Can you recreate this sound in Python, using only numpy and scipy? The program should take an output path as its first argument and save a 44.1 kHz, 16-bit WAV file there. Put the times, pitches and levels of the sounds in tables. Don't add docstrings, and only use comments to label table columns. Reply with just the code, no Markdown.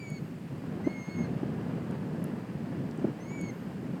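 import sys
import numpy as np
from scipy import signal
from scipy.fft import rfft, irfft, next_fast_len
from scipy.io import wavfile
from scipy.ndimage import map_coordinates

SR = 44100
rng = np.random.default_rng(int(sys.argv[2]) if len(sys.argv) > 2 else 0)


def to_wav(sig):
    pcm = np.clip(np.atleast_2d(sig), -1, 1) * 32767
    pcm = np.round(pcm).astype(np.int16)
    wavfile.write(sys.argv[1], SR, pcm.T)


N = 176400


def amp(db):
    return 10 ** (np.asarray(db) / 20)


def curves(rows):
    times, *columns = np.transpose(rows)
    return [np.interp(np.arange(N) / SR, times, column) for column in columns]


def wobble(rate):
    points = rng.standard_normal(int(N * rate / SR) + 4)
    return map_coordinates(points, [np.arange(N) * rate / SR])


def filtered(sound, gain_at):
    size = next_fast_len(N + 8192)
    return irfft(rfft(sound, size) * gain_at(np.fft.rfftfreq(size, 1 / SR)), size)[:N]


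def noise(spectrum, flutter_db=0, rate=50):
    freqs, db = np.transpose(spectrum)
    white = rng.standard_normal(N) * amp(flutter_db * wobble(rate))
    coloured = filtered(white, lambda hz: amp(np.interp(np.log(hz + 1), np.log(freqs), db)))
    return coloured / np.sqrt(np.mean(coloured ** 2) + 1e-20)


def cries():
    # time in seconds, pitch in Hz, then the levels in dB
    first_cry = [(0.0, 2340, -43, -51, -70), (0.006, 2339, -53.5, -59, -69), (0.034, 2306, -49.5, -66, -61),
                 (0.044, 2295, -50, -74, -66), (0.084, 2243, -51.5, -64, -61), (0.128, 2232, -52, -70, -62),
                 (0.16, 2245, -51, -61, -66), (0.184, 2176, -57, -57.5, -63), (0.196, 2156, -66, -79, -85)]
    second_cry = [(0.838, 2010, -61, -80, -83), (0.848, 2035, -49, -77, -64), (0.866, 2090, -52, -63, -67),
                  (0.886, 2153, -52, -71, -65), (0.904, 2188, -53, -60.5, -76),
                  (0.955, 2165, -49.5, -70, -69), (1.0, 2140, -51, -74, -62), (1.024, 2130, -52, -70, -60),
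                  (1.074, 2150, -53.5, -72, -64), (1.106, 2188, -53, -58, -67), (1.15, 2180, -52, -61, -69),
                  (1.178, 2157, -51, -71, -60), (1.222, 2160, -53, -67, -61), (1.254, 2115, -51, -60, -68),
                  (1.268, 2030, -68, -75, -85)]
    third_cry = [(3.198,1940,-60,-84,-68),(3.222,2087,-63,-77,-62),(3.27,2170,-61,-76,-69),(3.298,2223,-57,-73,-59),(3.316,2255,-53,-82,-63),(3.336,2292,-51.5,-77,-61),(3.362,2310,-50.5,-78,-63),(3.381,2260,-50.5,-82,-62),(3.413,2222,-50.5,-66,-58),(3.478,2200,-53.5,-63,-60.5),(3.502,2100,-47.5,-67,-54.5),(3.512,2048,-70,-62,-75)]
    fade_s, pitch_tremble, shimmer_db = 0.0034, 0.0018, 0.53
    t, out = np.arange(N) / SR, np.zeros(N)
    for cry in (first_cry, second_cry, third_cry):
        pitch, *levels = curves(cry)
        levels.append(levels[0] - 32)
        phase = 2 * np.pi * np.cumsum(pitch * (1 + pitch_tremble * wobble(170))) / SR
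        start, end = cry[0][0], cry[-1][0]
        fade = np.clip(np.minimum(t - start, end - t) / fade_s, 0, 1)
        for multiple, db in enumerate(levels, 1):
            out += fade * amp(db + shimmer_db * wobble(70)) * np.sin(multiple * phase)
    return np.sqrt(2) * out


def echo(sound):
    level_db, fade_s = -14, 0.61
    t = np.arange(SR) / SR
    tail = rng.standard_normal(SR) * amp(-60 * t / fade_s)
    return amp(level_db) * signal.fftconvolve(sound, tail / np.linalg.norm(tail))[:N]


def wind():
    # time in seconds, level in dB.
    rumble_levels = [(0,-42),(0.23,-39.5),(0.44,-41.5),(0.485,-48),(0.515,-38.5),(0.59,-39.5),(0.76,-35.5),(0.92,-38),(1.06,-44.5),(1.12,-39.5),(1.19,-34.5),(1.3,-32),(1.37,-34),(1.41,-43.5),(1.46,-34),(1.6,-35.5),(2.37,-35),(2.46,-42.5),(2.55,-35.5),(2.66,-38),(2.84,-34),(2.96,-42.5),(3.08,-35),(3.14,-41),(3.44,-36),(3.54,-40),(3.76,-40),(3.94,-37),(4,-38.5)]
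    rush_levels = [(0, -54), (0.45, -55), (0.62, -50), (0.82, -48.5), (1.0, -51.5), (1.2, -46.5),
                   (1.55, -46.5), (1.8, -47), (2.1, -48), (2.35, -46), (2.46, -49.5), (2.56, -48.5),
                   (2.87, -48.5), (2.96, -49.5), (3.07, -46), (3.18, -49.5), (3.42, -49.5), (4, -50.1)]
    # frequency in Hz, relative strength in dB.
    rumble_spectrum = [(20,-52),(35,-47),(50,-27.5),(75,-17.5),(100,-9.5),(130,-2.5),(170,1),(240,-3.5),(330,-9.5),(480,-17),(700,-27.5),(1500,-61),(4000,-120)]
    rush_spectrum = [(100,-14),(250,4),(400,6.5),(650,3.5),(1000,-0.5),(1350,-5.5),(1700,-5),(2200,-12.5),(2900,-16.5),(3700,-24),(4800,-25.5),(6000,-30.5),(10000,-51)]
    rumble_db = curves(rumble_levels)[0] + 1
    rush_db = curves(rush_levels)[0]
    swirls = wobble(24.88)
    rumble = amp(rumble_db + 0.65 * swirls) * noise(rumble_spectrum, flutter_db=1.2, rate=65)
    rush = amp(rush_db + 0.92 * swirls) * noise(rush_spectrum, flutter_db=1.4, rate=220)
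    return rumble + rush


def wind_pops():
    # middle of the pop in seconds, level in dB, pitch in Hz, width in seconds,
    # level of the scuff in dB relative to the thud.
    pops = [(.121,-29,194,0.0058,-26),(.526,-28,189,0.0099,-24),(.64,-30,215,0.0036,-16),(.776,-30.5,293,0.0031,-23),(0.8726,-16,295,0.005,-26),(.876,-29.5,560,0.003,-25),(1.087,-22.5,191,0.0041,-26),(1.434,-20.5,279,0.0035,-12.5),(1.669,-26.5,207,0.0053,-15),(1.997,-32,154,0.0069,-16),(2.126,-29,186,.004,-20),(2.337,-26.5,213,0.0033,-19),(2.987,-23,200,0.0026,-25),(3.046,-16,320,0.003,-18),(3.049,-24,570,0.0016,-17),(3.053,-19.5,188,0.0038,-25),(3.075,-29,390,0.0048,-20),(3.088,-25.5,261,0.0034,-14),(3.439,-27.5,170,0.0084,-26),(3.831,-31,312,.004,-20)]
    # frequency in Hz, relative strength in dB.
    scuff_spectrum = [(200,4.5),(550,0),(900,-2),(1400,-25),(3000,-40),(6000,-120)]
    pitch_rise, overtone_db, low_cut_hz = 0.23, -19, 115
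    t, out = np.arange(N) / SR, np.zeros(N)
    scuff = noise(scuff_spectrum)
    for middle, db, hz, width, scuff_db in pops:
        offset = (t - middle) / width
        phase = 2 * np.pi * hz * (t - middle) * (1 + pitch_rise * offset / 2)
        phase += rng.uniform(0, 2 * np.pi)
        thud = np.sin(phase) + amp(overtone_db) * np.sin(2 * phase)
        out += amp(db) * np.exp(-offset ** 2) * (thud + amp(scuff_db) * scuff)
    return filtered(out, lambda hz: hz ** 4 / (hz ** 4 + low_cut_hz ** 4))


def clicks():
    # start in seconds, level in dB, pitch in Hz, fading time in seconds.
    snaps = [(0.1028,-39,9100,.00015),(1.9112,-47.5,7300,.00018),(1.9116,-52,9500,.00018),(2.2416,-36.5,11000,.00012),(2.2423,-43,12800,.00014),(2.2425,-43.5,7200,.00018),(2.9121,-43.5,5200,.00018),(2.9125,-48.5,8500,.00016),(2.9763,-48.5,8000,.0002),(3.4131,-37.5,8700,.00016)]
    rise_s, grit_gain = 0.0002, 0.6
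    t, out = np.arange(SR // 100) / SR, np.zeros(N)
    for start, db, hz, fade_s in snaps:
        shape = (1 - np.exp(-t / rise_s)) ** 2 * np.exp(-t / fade_s)
        ring = np.sin(2 * np.pi * hz * t)
        band = signal.butter(2, [0.7 * hz, 1.3 * hz], 'band', fs=SR, output='sos')
        grit = signal.sosfilt(band, rng.standard_normal(len(t)))
        out[round(start * SR):][:len(t)] += amp(db) * shape / shape.max() * (ring + grit_gain * grit)
    return out


def hiss():
    # frequency in Hz, relative strength in dB.
    spectrum = [(500,-1),(1500,14),(2800,10.5),(3700,2),(4800,4),(5700,-2.5),(7000,-1.5),(8700,-1),(10000,-7),(11500,-5.5),(14500,-7.5),(17000,-12)]
    return amp(-60) * noise(spectrum)


def whine():
    # pitch in Hz, level in dB.
    tones = [(7485,-85),(15030,-91)]
    t, out = np.arange(N) / SR, np.zeros(N)
    for hz, db in tones:
        out += amp(db + 2.3 * wobble(8)) * np.sin(2 * np.pi * hz * t + 1.2 * wobble(25))
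    return out


def sizzles():
    # start in seconds, length in seconds, level in dB.
    bursts = [(.19,.18,-75),(3.5,.24,-74)]
    # frequency in Hz, relative strength in dB.
    spectrum = [(10500,-36),(12400,-9),(13400,-3),(14300,-9),(16000,-28)]
    t, swell = np.arange(N) / SR, np.zeros(N)
    for start, length, db in bursts:
        swell += amp(db) * np.interp(t - start, [0, 0.03, length / 2, length], [0, 1, 0.8, 0.083])
    return swell * noise(spectrum)


def scene():
    animal = cries()
    return (animal + echo(animal) + wind() + wind_pops() + clicks() + hiss() + whine() + sizzles())[None]


def record(dry):
    return filtered(dry[0], lambda hz: hz < 17300)[None]


dry = scene()
out = record(dry)
to_wav(out)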